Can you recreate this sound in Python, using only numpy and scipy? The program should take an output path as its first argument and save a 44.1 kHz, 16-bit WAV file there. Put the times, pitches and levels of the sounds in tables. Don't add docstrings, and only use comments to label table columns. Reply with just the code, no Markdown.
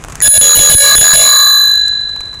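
import sys
import numpy as np
from scipy import signal
from scipy.fft import rfft, irfft
from scipy.io import wavfile
from scipy.ndimage import uniform_filter1d

SR = 44100
rng = np.random.default_rng(int(sys.argv[2]) if len(sys.argv) > 2 else 0)


def log_audio(samples):
    frames = np.atleast_2d(samples).T
    limited = np.clip(frames, -1, 1)
    pcm = np.round(limited * 32767).astype(np.int16)
    wavfile.write(sys.argv[1], SR, pcm)


N = 105840

# (time [s], mode 1 [dB], mode 3 [dB], extra on mode 3 twin [dB], mode 4 [dB], mode 5 [dB], thump [dB])
CLAPPER_STRIKES = [(0.2217, 18, 28, -7.5, 34.5, 20, -5), (0.2796, 10, 23.5, -5, 37.5, 8, 28),
                   (0.379, 16, 21.5, -13, 38, -1, 29), (.413, 4.5, 20, 3.5, 25.5, 12, 12),
                   (0.552, 8.5, 0.5, 21, 24, 28, -4.5), (0.5734, 4.5, 14.5, -15, 22, 9, 14),
                   (.593, 5.5, 15.5, 7.5, 25, 20.5, 22), (.697, 15, 19, -20, 26, 22, 19),
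                   (0.724, -3, 18.5, 2, 26, 20, 10.5), (.746, 11, 11, 7.5, 32, 14, 28.5),
                   (.954, 23, 29.5, -1, 36.5, 20, 19), (0.983, 6, 20.5, 8, 36, 25, 30.5),
                   (1.012, 13, 24.5, -5, 22, 7.5, 14), (1.135, 16.5, 19, -35, 22, 12.5, 16),
                   (1.159, 4.5, 20.5, -5, 26, 14, 12)]


def bell(t):
    pairs_hz = [(1671.2, 1642.4), (4014.3, 3964.2), (6878.5, 6799.3), (10245.5, 10323), (14102, 14180)]  # (mode [Hz], twin [Hz])
    pair_rings = [(-9, 1.596), (-4.5, 1.822), (1.5, 0.82), (-26, 0.31), (-21.5, 0.15)]  # (twin re mode [dB], t60 [s])
    contact_s, mode2_db = 0.000088, 15
    out = np.zeros(N)
    ends = [row[0] for row in CLAPPER_STRIKES[1:]] + [t[-1] + 1]
    for (start, mode1_db, mode3_db, twin3_db, mode4_db, mode5_db, _), end in zip(CLAPPER_STRIKES, ends):
        span = (t >= start) & (t < end + contact_s)
        age = t[span] - start
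        attack = np.clip(age / contact_s, 0, 1)
        release = np.clip(1 + (end - t[span]) / contact_s, 0, 1)
        levels_db = (mode1_db, mode2_db, mode3_db, mode4_db, mode5_db)
        extras_db = (0, 0, twin3_db, 0, 0)
        modes = zip(pairs_hz, pair_rings, levels_db, extras_db)
        for (hz, twin_hz), (twin_db, t60), db, extra_db in modes:
            mode = np.sin(2 * np.pi * hz * age)
            twin = undb(twin_db + extra_db) * np.sin(2 * np.pi * twin_hz * age)
            out[span] += undb(db) * attack * release * fade(age, t60) * (mode + twin)
    return out


def overload_thumps(t):
    thump_spectrum = [(20, -9.5), (70, -1.5), (170, -7.5), (350, -14), (1000, -50)]  # (frequency [Hz], density [dB])
    offset = sum(undb(db) * fade(t - start, t60_s=0.059) for start, *_, db in CLAPPER_STRIKES)
    return offset * (0.54 * noise(thump_spectrum) - 1)


def lever(t):
    clacks = [(0.2039, -5), (.215, -4.5), (0.219, -15)]  # (time [s], level [dB])
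    modes = [(1950, -9, 0.0326), (2300, -10.5, 0.009), (4670, -12, 0.0077), (7000, 2, 0.0085),
             (7600, -11, 0.0098)]
    return sum(undb(db + mode_db) * fade(t - start, t60) * np.sin(2 * np.pi * hz * (t - start))
               for start, db in clacks for hz, mode_db, t60 in modes)


def rattles(t):
    hits = [(0.0392, -15.5, 0.01, -16), (0.048, -15.5, 0.0067, -21), (0.0845, -20, 0.012, -9.5),
            (.098, -26, 0.056, -15), (0.1224, -20.5, .025, -12), (0.1547, -17, .018, -3),
            (.168, -30, 0.016, -12), (1.804, -33, 0.0067, -8), (1.864, -30.5, 0.0059, 6),
            (1.882, -24, 0.011, 10.5), (1.927, -31, .02, -11), (2.163, -17.5, 0.0076, -18),
            (2.206, -22.5, .03, -19), (2.254, -34, 0.041, -16)]
    body_spectrum = [(200, -23), (1100, 12), (2100, 2), (3300, -5), (4600, -3.5), (5600, -4), (6900, 6),
                     (9000, -7), (11500, -7.5), (16000, -35)]
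    edge_spectrum = [(4000, -7), (8000, 5), (10500, 1), (15000, -12)]
    chatter_per_s, chatter_db = 74, -34
    body, edge = noise(body_spectrum), noise(edge_spectrum)
    ticks = sum(undb(db) * fade(t - start, t60) * (body + undb(edge_db) * edge)
                for start, db, t60, edge_db in hits)
    knocks = (rng.random(N) < chatter_per_s / SR) * rng.random(N)
    chatter = body * signal.fftconvolve(knocks, fade(t, t60_s=0.025))[:N]
    return ticks + undb(chatter_db) * chatter


def street(t):
    traffic_spectrum = [(100, 8.5), (250, 2.5), (600, -1.5), (1200, -2), (2500, -9), (4500, -19),
                        (6800, -11), (10000, -19), (13000, -34.5), (16000, -52)]
    traffic_levels = [(0, -34.5), (.25, -32), (1.5, -39.5), (2.4, -38.5)]  # (time [s], level [dB])
    rumble_spectrum = [(15, -21.5), (35, 7), (70, -4.5), (140, -6), (300, -34), (1000, -30), (8000, -100)]  # (frequency [Hz], density [dB])
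    rumble_levels = [(0, -30.5), (.8, -19), (1.3, -31), (1.7, -37.5), (2.4, -37)]  # (time [s], level [dB])
    traffic = noise(traffic_spectrum) * gain_curve(t, traffic_levels)
    rumble = noise(rumble_spectrum) * gain_curve(t, rumble_levels)
    return traffic + rumble * undb(2 * wander(rate_hz=60))


def undb(db):
    return 10 ** (np.asarray(db) / 20)


def noise(spectrum):
    hz, db = np.array(spectrum, float).T
    bins_hz = np.maximum(np.arange(N // 2 + 1) * SR / N, 1)
    gain = undb(np.interp(np.log(bins_hz), np.log(hz), db))
    x = irfft(rfft(rng.standard_normal(N)) * gain, N)
    return x / x.std()


def wander(rate_hz):
    hold = int(SR / rate_hz)
    steps = np.repeat(rng.standard_normal(N // hold + 1), hold)
    curve = uniform_filter1d(steps, hold)[:N]
    return curve / curve.std()


def fade(age_s, t60_s):
    return (age_s >= 0) * np.exp(-np.log(1000) * np.maximum(age_s, 0) / t60_s)


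def gain_curve(t, points):
    return undb(np.interp(t, *np.array(points, float).T))


def one_pole(x, hz, kind):
    return signal.sosfilt(signal.butter(1, hz, kind, fs=SR, output="sos"), x)


def overload(x):
    threshold, headroom = 0.66, 0.054
    excess = np.maximum(np.abs(x) - threshold, 0)
    return np.sign(x) * (np.abs(x) - excess + headroom * excess / (headroom + excess))


def scene():
    t = np.arange(N) / SR
    return (bell(t) + overload_thumps(t) + lever(t) + rattles(t) + street(t))[None]


def record(dry):
    oversample, bias = 8, 0.013
    low_cut_hz, rolloff_hz, top_hz, output_db = 16, 17800, 15750, -1.5
    drive = signal.resample_poly(dry, oversample, 1, axis=-1)
    clipped = signal.resample_poly(overload(drive + bias) - bias, 1, oversample, axis=-1)
    out = one_pole(clipped, low_cut_hz, "high")
    out = one_pole(out, rolloff_hz, "low")
    steep_lowpass = signal.firwin(255, top_hz, window="blackman", fs=SR)
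    return undb(output_db) * signal.fftconvolve(out, steep_lowpass[None], "same")


dry = scene()
out = record(dry)
log_audio(out)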